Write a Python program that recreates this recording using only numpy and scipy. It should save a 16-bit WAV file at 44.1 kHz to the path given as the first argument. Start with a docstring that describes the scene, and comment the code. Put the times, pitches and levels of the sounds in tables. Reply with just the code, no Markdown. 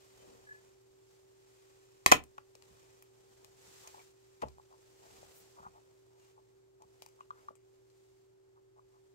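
"""Soft strokes of hand and sleeve over a steady electrical hum, with faint fingertip scuffs and squeaks.
The hand shifts a water-filled plastic cup on a glass tabletop in a small room, close to a phone.
At 2 s the cup knocks down on its edge and clatters flat, ringing its modes and the table's;
at 4.4 s it judders once. Nails and lid tick, the water-backed wall flexes in hollow tocks.
The rustle drops as the hand lets go near 6 s; then fingers rub the lid loose."""
import sys
import numpy as np
from scipy import signal
from scipy.fft import rfft, irfft, next_fast_len
from scipy.io import wavfile
from scipy.ndimage import uniform_filter1d

SR = 44100
rng = np.random.default_rng(int(sys.argv[2]) if len(sys.argv) > 2 else 0)


def generate_wav(signal):
    """Clip the signal to [-1, 1] and save it as 16-bit WAV at the path in sys.argv[1]."""
    frames = np.transpose(np.atleast_2d(signal))
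    scaled = np.clip(frames, -1, 1) * 32767
    pcm = np.round(scaled).astype(np.int16)
    wavfile.write(sys.argv[1], SR, pcm)


N = 403074
TIME_S = np.arange(N) / SR
RING_S = np.arange(16384) / SR
LEFT_RIGHT = np.array([[.5], [-.5]])  # splits a left-minus-right value such as pan_db


def undb(db):
    """Decibels to gain."""
    return 10 ** (np.asarray(db) / 20)


def along(points, hz):
    """Interpolate (freq_hz, value) points on a log-frequency axis."""
    freq_hz, value = np.transpose(points)
    return np.interp(np.log(hz + 1e-3), np.log(freq_hz), value)


def filtered(x, response):
    """Filter by a gain given as a function of Hz."""
    size = next_fast_len(x.shape[-1] + 4096, True)
    hz = np.arange(size // 2 + 1) * SR / size
    return irfft(rfft(x, size) * response(hz), size)[..., :x.shape[-1]]


def unit(x):
    """Scale to rms 1."""
    return x / np.sqrt(np.mean(x ** 2))


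def slow_noise(window_samples, shape=N):
    """Moving-average noise, rms 1."""
    return unit(uniform_filter1d(rng.standard_normal(shape), size=window_samples))


def add(track, start_s, sound):
    """Mix a sound into a track."""
    start = int(start_s * SR)
    part = sound[..., :N - start]
    track[..., start:start + part.shape[-1]] += part


def ring(hz, width_hz, db):
    """Decaying modes after a unit blow; db is the gain at resonance."""
    hz, width_hz, db = (np.asarray(column)[:, None] for column in (hz, width_hz, db))
    decay = undb(db) * 2 * np.pi * width_hz / SR * np.exp(-np.pi * width_hz * RING_S)
    modes = decay * np.cos(2 * np.pi * hz * RING_S)
    return np.heaviside(RING_S, .5) * modes.sum(axis=0)


def ports(x):
    """Sound from the cup reaches the left microphone port first."""
    # phase lead of the left port: freq_hz, lead_rad
    port_lead = [(0, 1.3), (400, 2.1), (700, 2.2), (1150, 2.5), (1750, 3.5), (2300, 5.5), (4000, 10.6),
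                 (16000, 43)]
    left, right = np.broadcast_to(x, (2, x.shape[-1]))
    late_right = filtered(right, lambda f: np.exp(-1j * np.interp(f, *np.transpose(port_lead))))
    return np.array([left, late_right])


def diffuse(spectrum, alike_hz, direct):
    """Stereo noise: alike in the bass, partly from the cup's direction, otherwise unrelated."""
    noise = rng.standard_normal((4, N))
    bass = filtered(noise[2], lambda f: 1 / (1 + (f / alike_hz) ** 2))
    field = noise[:2] + bass + direct * ports(noise[3])
    return unit(filtered(field, lambda f: undb(along(spectrum, f))))


def swell(start_s, length_s, rise_share=0.41, curve=0.79):
    """Envelope of a slide: speeds up from rest, slows to rest."""
    angle = np.interp(TIME_S, start_s + length_s * np.array([0, rise_share, 1]), [0, np.pi / 2, 0])
    return np.sin(angle) ** curve


def cup_ring(flatness, contact_hz, grip_width_hz=28, low_cut_hz=110):
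    """Cup modes, struck on edge (flatness 0) to flat (1); a soft contact rolls off the high ones."""
    # cup modes: freq_hz, width_hz, edge_db, flat_db, pan_db
    cup_modes = [(284, 230, -10, -3, 7), (411, 22, 15.5, 21, 2), (484.1, 65, 23, 23, -6),
                 (636, 76, 11, 21, 12), (704, 40, 17, 23, -6), (794, 90, 27, 20, -2.5),
                 (898, 90, 6, 33, 2.5), (1060, 130, 27, 30, 1.5), (1150, 130, 28, 33, 1.5),
                 (1335, 90, 17, 20, -3.5), (1790, 135, 33.5, 28.5, -4.5), (1960, 180, 15, 25, 3),
                 (2333, 55, 10, 34, -0.5), (2490.6, 60, 17, 34, -2.5), (2780, 60, 15, 21, -6),
                 (3020, 150, 21, 27, 8), (4000, 200, 21, 19, 4), (4313, 90, 21, 13, 6.5),
                 (4700, 219, 8, 17, 6), (5280, 230, 14, 19, 9), (5850, 700, 12, 20.5, 11),
                 (6270, 120, 24, 24, 4), (6660, 130, 20, 31.5, 5), (7700, 430, 18, 5, -3)]
    hz, width_hz, edge_db, flat_db, pan_db = np.transpose(cup_modes)
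    width_hz = np.maximum(width_hz, grip_width_hz)  # the hand damps the cup
    stereo_db = edge_db + flatness * (flat_db - edge_db) + LEFT_RIGHT * pan_db
    modes = np.array([ring(hz, width_hz, side_db) for side_db in stereo_db])
    return ports(filtered(modes, lambda f: 1j * f / (low_cut_hz + 1j * f) / (1 + 1j * f / contact_hz)))


def hand_levels(let_go_s=5.92, release_s=1):
    """Gains of hiss, rub and ring: strokes add power to a resting hand that is never quite still."""
    # hand and sleeve strokes: start_s, length_s, hiss_db, rub_db, ring_db
    strokes = [(-.15, 0.38, -72.5, -74, -72), (0.081, 0.43, -71.5, -68, -66.5),
               (0.355, 0.46, -76, -72.5, -70.5), (1.015, 0.25, -77.5, -88, -80),
               (1.247, 1.0, -76.5, -81.5, -71), (2.531, 0.61, -74, -73, -69.5),
               (3.048, 1, -75.5, -73.5, -75.5), (3.546, 0.59, -64, -70, -72), (4.0, 0.74, -80.5, -96, -77),
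               (4.6, 1, -74.5, -75, -78), (4.964, 0.46, -68.5, -67, -69.5), (5.229, 0.45, -71, -73.5, -80),
               (5.494, 0.4, -81.5, -73.5, -74), (5.785, 0.2, -92.5, -78, -83.5),
               (6.159, 0.2, -76, -81, -70.5), (6.299, 0.43, -87.5, -88, -86),
               (6.773, 0.61, -78.5, -76.5, -79), (7.308, 0.24, -77.5, -71.5, -82),
               (7.56, 0.42, -84, -81.5, -85), (7.8, 0.55, -81, -84, -91), (8.7, 0.73, -85.5, -85.5, -87)]
    grip_db, loose_db = (-79, -76.5, -82), (-87.5, -80.5, -92)  # at rest: hiss, rub, ring
    grip = np.interp(TIME_S, [let_go_s, let_go_s + release_s], [1, 0])
    power = undb(np.outer(grip_db, grip) + np.outer(loose_db, 1 - grip)) ** 2
    for start_s, length_s, *levels_db in strokes:
        power = power + np.outer(undb(levels_db), swell(start_s, length_s)) ** 2
    return np.sqrt(power)


def rustle(hiss_trim_db=4, rub_trim_db=2.5, ring_trim_db=-5, grain_db=1.0, skin_hz=1500):
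    """Sliding skin and cloth: grainy hiss, dull rubbing, and friction ringing the cup's higher modes."""
    # hiss spectrum: freq_hz, density_db
    hiss_spectrum = [(500, -14), (1300, -2.5), (2500, -3), (4500, -2), (8000, -0.5), (9000, -8.5),
                     (12000, -9), (16000, -13)]
    # rubbing spectrum: freq_hz, density_db
    rub_spectrum = [(30, -9), (70, 1.5), (130, -2.5), (220, -4), (480, 4.5), (650, -1), (850, 0),
                    (1200, -7), (2000, -15.5), (4000, -38.5)]
    hiss_gain, rub_gain, ring_gain = hand_levels()
    grain = undb(grain_db * slow_noise(400))
    friction = filtered(rng.standard_normal(N), lambda f: f / np.hypot(f, skin_hz))
    cup = cup_ring(0.71, contact_hz=3996)
    ringing = undb(ring_trim_db) * unit(signal.oaconvolve(friction[None], cup, axes=1)[:, :N])
    hiss = undb(hiss_trim_db) * diffuse(hiss_spectrum, alike_hz=199.9, direct=0.037)
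    rub = undb(rub_trim_db) * diffuse(rub_spectrum, alike_hz=248.0, direct=1.0)
    return grain * (hiss_gain * hiss + rub_gain * rub + ring_gain * ringing)


def hum():
    """Two wavering appliance tones standing in the room."""
    # hum tones: pitch_hz, level_db, waver_re_tone_db, waver_width_hz, pan_db, left_lead_rad
    tones = [(119.7, -78.5, -6.5, 28, 6, 0.059), (385.4, -65, -16.5, 69, -2, 1.67)]
    out = 0
    for hz, db, waver_db, width_hz, pan_db, lead_rad in tones:
        noise = rng.standard_normal((2, N))
        waver = undb(waver_db) * unit(filtered(noise, lambda f: 1 / (1 + (f / width_hz) ** 2)))
        tone = (np.sqrt(2) + waver[0] + 1j * waver[1]) * np.exp(2j * np.pi * hz * TIME_S)
        out = out + undb(db + LEFT_RIGHT * pan_db) * np.real(tone * np.exp(1j * lead_rad * LEFT_RIGHT))
    return out


def room_air(level_db=-78):
    """Faint, steady, mostly low noise of the room."""
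    # air spectrum: freq_hz, density_db
    air_spectrum = [(20, -4.5), (70, -1.5), (130, -7.5), (220, -16), (330, 3), (600, -11.5), (900, -12.5),
                    (1500, -15), (3000, -20.5), (8000, -27), (9500, -36), (16000, -32.5)]
    return undb(level_db) * diffuse(air_spectrum, alike_hz=250, direct=0.19)


def flex(hz, swell_ms, steepness=2.6, scrape=0.02):
    """A soft push on the cup wall swells and dies within a few cycles; slower is rougher."""
    t_s = RING_S[:2048]
    age = 1000 * t_s / swell_ms
    envelope = (age * np.exp(1 - age)) ** steepness
    drift = np.cumsum(uniform_filter1d(rng.standard_normal(len(t_s)), size=24))
    slip_rad = scrape * swell_ms ** 2 / 2 * drift
    return envelope * np.sin(2 * np.pi * hz * t_s + slip_rad)


def scuffs(slips_per_s=380, swell_ms=1.24, pitch_spread=0.15, spread_db=3, pan_db=2.5):
    """The wall sticks and slips under a finger: tiny uneven pushes, strongest mid-drag."""
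    # finger drags: start_s, length_s, level_db, pitch_hz
    drags = [(0.168, 0.28, -56.5, 453), (3.823, 0.083, -53, 900), (3.929, 0.095, -52.5, 893),
             (4.438, .06, -49, 815), (4.698, 0.06, -55.5, 851), (5.006, 0.075, -55, 654),
             (5.559, 0.064, -50, 829), (5.615, 0.075, -45, 1020), (5.732, 0.067, -56, 854),
             (6.003, 0.34, -71.5, 791), (6.355, .055, -60.5, 850), (6.792, 0.062, -55.5, 790),
             (7.182, 0.021, -56, 1060), (7.319, .11, -61.5, 1150), (8.547, 0.06, -63, 901),
             (8.752, 0.055, -60.5, 852), (8.918, 0.071, -66, 907)]
    out = np.zeros(N)
    for start_s, length_s, db, hz in drags:
        slips = max(int(length_s * slips_per_s), 1)
        for k in range(slips):
            progress = (k + rng.random()) / slips
            size, detune = rng.standard_normal(2)
            gain = undb(db + spread_db * size) * np.sin(np.pi * progress)
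            push = flex(hz * np.exp(pitch_spread * detune), swell_ms)
            add(out, start_s + progress * length_s, gain * push)
    return undb(LEFT_RIGHT * pan_db) * ports(out)


def squeaks(pitch_jitter=.005, flutter_db=.8):
    """A fingertip sticks and slips on the wall: short, slightly unsteady tones."""
    # fingertip slips: start_s, length_s, level_db, pitch_hz
    slips = [(.18, .07, -69.5, 3080), (.467, .021, -54, 1675), (.487, .016, -47, 1685),
             (.506, .026, -44.5, 1715), (.538, .025, -51, 1700), (.56, .04, -63, 1700),
             (6.19, .1, -79, 2790)]
    jitter, flutter = slow_noise(500, shape=(2, N))
    rad_per_hz = 2 * np.pi * np.cumsum(1 + pitch_jitter * jitter) / SR
    tones = sum(undb(db) * swell(start_s, length_s) * np.sin(hz * rad_per_hz)
                for start_s, length_s, db, hz in slips)
    return ports(undb(flutter_db * flutter) * tones)


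def burst(decay_ms, response, rise_ms=0.51, alike_hz=2000):
    """Dense, fast-dying high modes of thin plastic: unit energy, treble unlike at each port."""
    t_ms = 1000 * RING_S[:2048]
    envelope = np.exp(-t_ms / decay_ms) * (1 - np.exp(-t_ms / rise_ms))
    noise = filtered(rng.standard_normal((3, len(t_ms))) * envelope, response)
    bass = ports(filtered(noise[2], lambda f: alike_hz ** 2 / np.hypot(f ** 2, alike_hz ** 2)))
    treble = filtered(noise[:2], lambda f: f ** 2 / np.hypot(f ** 2, alike_hz ** 2))
    both = bass + treble
    return both / np.sqrt(np.sum(both ** 2, axis=1, keepdims=True))


def knocks(crack_ms=1.3, treble_pan_db=5, shade_hz=3000):
    """The cup meets the glass: each contact cracks and rings the cup."""
    # contacts: start_s, blow_db, flatness, contact_hz, crack_db
    contacts = [(2.0616, -10.5, 0, 16000, -0.5), (2.0624, -10, 0.12, 1210, 0.5), (2.0652, -8.5, 0, 440, -7),
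                (2.11618, -13.5, 0.56, 5950, 1.5), (2.11811, -5.5, 0.16, 875, -11),
                (2.12024, -12, 0.51, 10500, 3.5), (2.12202, -0.7, 0.97, 1250, -1.4),
                (2.12499, -14.5, 0.48, 540, -8), (2.13415, -19, 0.18, 735, -13.5),
                (2.14194, -23, 0.61, 980, -25)]
    # crack spectrum of stiff plastic: freq_hz, level_db
    crack_spectrum = [(100, -24), (300, -12), (600, 2.5), (1100, 5), (1500, -6), (2600, -2), (3450, -8.5),
                      (4200, -9), (7000, -7), (9000, -16.5), (12000, -14.5), (16000, -21)]
    out = np.zeros((2, N))
    for start_s, blow_db, flatness, contact_hz, crack_db in contacts:
        add(out, start_s, undb(blow_db) * cup_ring(flatness, contact_hz))
        crack = burst(crack_ms, lambda f: undb(along(crack_spectrum, f)))
        crack = filtered(crack, lambda f: undb(crack_db + LEFT_RIGHT * treble_pan_db * f / (f + shade_hz)))
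        add(out, start_s, crack)
    return out


def table_boom(band_hz=(50, 280), pan_db=-4):
    """The cup's weight bumps the table and rings its low modes."""
    # bumps: start_s, blow_db
    bumps = [(2.065, -3.5), (2.119, -6.5), (2.147, -6), (2.709, -25), (3.677, -28), (4.4235, -14),
             (4.438, -11.5), (4.452, -12.5), (4.563, -31), (5.6, -21), (5.664, -20), (6.85, -31)]
    # table modes: freq_hz, width_hz, gain_db
    table_modes = [(57, 8, 10), (72, 7.2, 17), (98, 16, 7), (134, 27, 7), (182, 18, 6)]
    out = np.zeros(N)
    boom = ring(*np.transpose(table_modes))
    for start_s, blow_db in bumps:
        add(out, start_s, undb(blow_db) * boom)
    # water cushions the push; the small top radiates little deep bass
    out = signal.sosfilt(signal.butter(2, band_hz, "bandpass", fs=SR, output="sos"), out)
    return undb(LEFT_RIGHT * pan_db) * out


def tocks(rebound_s=.0036, pan_db=3.0):
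    """The water-backed wall flexes with a hollow tock, then mostly springs back with a weaker one."""
    # pushes on the wall: start_s, level_db, pitch_hz, swell_ms, rebound_share
    pushes = [(2.1203, -6.5, 1082, 2.1, 0.43), (2.1226, -11, 690, 3.16, 0.39),
              (2.3815, -34, 1110, 0.85, 0.94), (2.552, -49.5, 523, 2.05, 0.046),
              (3.943, -44.5, 832, 2.84, 0.27), (4.422, -31, 1150, 1.4, 0.022),
              (4.4254, -29, 825, 1.9, 0.29), (4.4246, -37, 375, 3.8, 0.21),
              (4.4307, -27.5, 536, 3.9, 0.046), (4.4372, -23.5, 790, 1.03, 0.51),
              (4.583, -45, 870, 1.2, 0.016), (4.597, -46, 960, 1.5, 0.35), (5.2292, -42.5, 619, 1.5, 0),
              (5.665, -39.5, 858.5, 3.03, 0.056), (6.378, -52.5, 850.5, 1.8, 0.46),
              (6.8215, -46, 788.5, 1.38, 0.43), (7.0215, -41, 840, 1.2, 0), (7.062, -48, 976, 1.8, 0.04),
              (7.2062, -39.5, 1083, 2.56, 0.037), (7.3056, -31.5, 1125, 1.82, 0),
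              (7.3108, -37, 1199, 1.56, 0), (7.4842, -33.5, 1175, 1.9, 0.54),
              (7.505, -47, 681.7, 3.23, 0.032), (8.793, -51, 1097, 1.9, 0.23)]
    out = np.zeros(N)
    for start_s, db, hz, swell_ms, rebound_share in pushes:
        add(out, start_s, undb(db) * flex(hz, swell_ms))
        add(out, start_s + rebound_s, rebound_share * undb(db) * flex(hz, swell_ms))
    return undb(LEFT_RIGHT * pan_db) * ports(out)


def ticks(unit_q_ms=1.0, ring_db=-24):
    """Nails and lid tick on the plastic, barely ringing the cup; longer ticks have narrower bands."""
    # light contacts: start_s, level_db, centre_hz, decay_ms, pan_db
    taps = [(2.238, -33.5, 8100, 2, 3), (2.3802, -33, 2300, 2.7, -3), (2.552, -34.5, 4890, 2.13, 4.5),
            (2.6228, -37, 3987, 1.36, 8), (3.024, -32, 13320, 1.27, -1), (3.446, -34, 5830, 0.99, 7.5),
            (3.8737, -26, 6360, 3.6, 4), (3.876, -34, 2400, 8.9, -4), (3.992, -35.5, 2320, 14, -1),
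            (4.4181, -26, 1960, 5.2, 7.5), (4.421, -30, 3290, 1.7, 6), (4.428, -30.5, 2660, 8.3, 6),
            (4.4837, -38, 4904, 3.13, 7), (6.821, -41.5, 6000, 2.2, 5), (7.0215, -29, 6100, 1.5, 7),
            (7.028, -37, 6200, 5, 2), (7.0622, -33.5, 6000, 1.2, 6), (7.087, -44, 7000, 1.9, 5),
            (7.206, -40.5, 2775, 12, 7), (7.306, -45.5, 3300, 3.26, 10), (7.483, -47.5, 3020, 2.3, 6),
            (7.554, -42.5, 7870, 7.8, 9.5), (7.9, -50, 4405, 3.6, 8)]
    out = np.zeros((2, N))
    ringing = undb(ring_db) * cup_ring(0.98, contact_hz=5000)
    for start_s, db, hz, decay_ms, pan_db in taps:
        gain = undb(db + LEFT_RIGHT * pan_db)
        q = decay_ms / unit_q_ms
        tick = burst(decay_ms, lambda f: 1j * f * hz / (q * (hz ** 2 - f ** 2) + 1j * f * hz))
        add(out, start_s, gain * tick)
        add(out, start_s, gain * ringing)
    return out


def swish(peak_s=5.378, spread_s=0.04, level_db=-60, low_cut_hz=8000):
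    """Fingers brush past the lid: a brief, fine hiss."""
    hiss = unit(filtered(rng.standard_normal((2, N)), lambda f: f ** 3 / (f ** 3 + low_cut_hz ** 3)))
    return undb(level_db) * np.exp(-((TIME_S - peak_s) / spread_s) ** 2) * hiss


def lid_rubs(grain_db=3.0, pan_db=3.0):
    """Fingers slide the lid off the rim; grainy friction rings it."""
    # slides along the rim: start_s, length_s, level_db
    slides = [(6.99, .13, -77), (7.371, 0.087, -78), (7.538, 0.1, -80), (7.85, 0.38, -89)]
    # lid modes: freq_hz, width_hz, gain_db
    lid_modes = [(2160, 220, 2), (2804, 200, -4), (4790, 200, -4), (6400, 400, -5)]
    friction = undb(grain_db * slow_noise(200)) * rng.standard_normal(N)
    ringing = unit(signal.oaconvolve(friction, ring(*np.transpose(lid_modes)))[:N])
    envelope = sum(undb(db) * swell(start_s, length_s) for start_s, length_s, db in slides)
    return undb(LEFT_RIGHT * pan_db) * ports(ringing * envelope)


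def room_echo(x, onset_s=0.0042):
    """Short, dense echo from the table and near walls; treble dies first."""
    # echo decay: freq_hz, t60_s
    decays = [(100, .3), (500, .17), (1100, .16), (2500, .15), (6000, .125), (12000, .115)]
    # echo colour: freq_hz, gain_db
    colour = [(100, -5.5), (500, -10), (1100, -16), (2500, -7), (6000, -11.5), (12000, -7.5)]
    noise = rng.standard_normal((2, len(RING_S)))
    echo = 0
    for band_hz, t60_s in decays:
        share = [(hz, hz == band_hz) for hz, _ in decays]
        band = filtered(noise, lambda f: along(share, f) * undb(along(colour, f)))
        fade = undb(-60 * RING_S / t60_s) * (1 - np.exp(-(RING_S / onset_s) ** 2))
        echo = echo + band * fade / np.sqrt(np.sum(fade ** 2))
    return signal.oaconvolve(x, echo, axes=1)[:, :N]


def scene(handling_send_db=-3):
    """Cup sounds with their echo, over rustle, hum and room air."""
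    impacts = knocks() + table_boom()
    handling = ticks() + tocks() + scuffs() + squeaks() + lid_rubs()
    air = room_air()
    echo = room_echo(impacts + undb(handling_send_db) * handling)
    return impacts + handling + echo + rustle() + swish() + hum() + air


def record(dry, low_cut_hz=25, top_hz=15700):
    """The phone clips at full scale, drops the deepest bass and cuts the top."""
    highpass = signal.butter(2, low_cut_hz, "highpass", fs=SR, output="sos")
    lowpass = signal.ellip(10, .2, 70, top_hz, fs=SR, output="sos")
    return signal.sosfilt(lowpass, signal.sosfilt(highpass, np.clip(dry, -1, 1)))


dry = scene()
out = record(dry)
generate_wav(out)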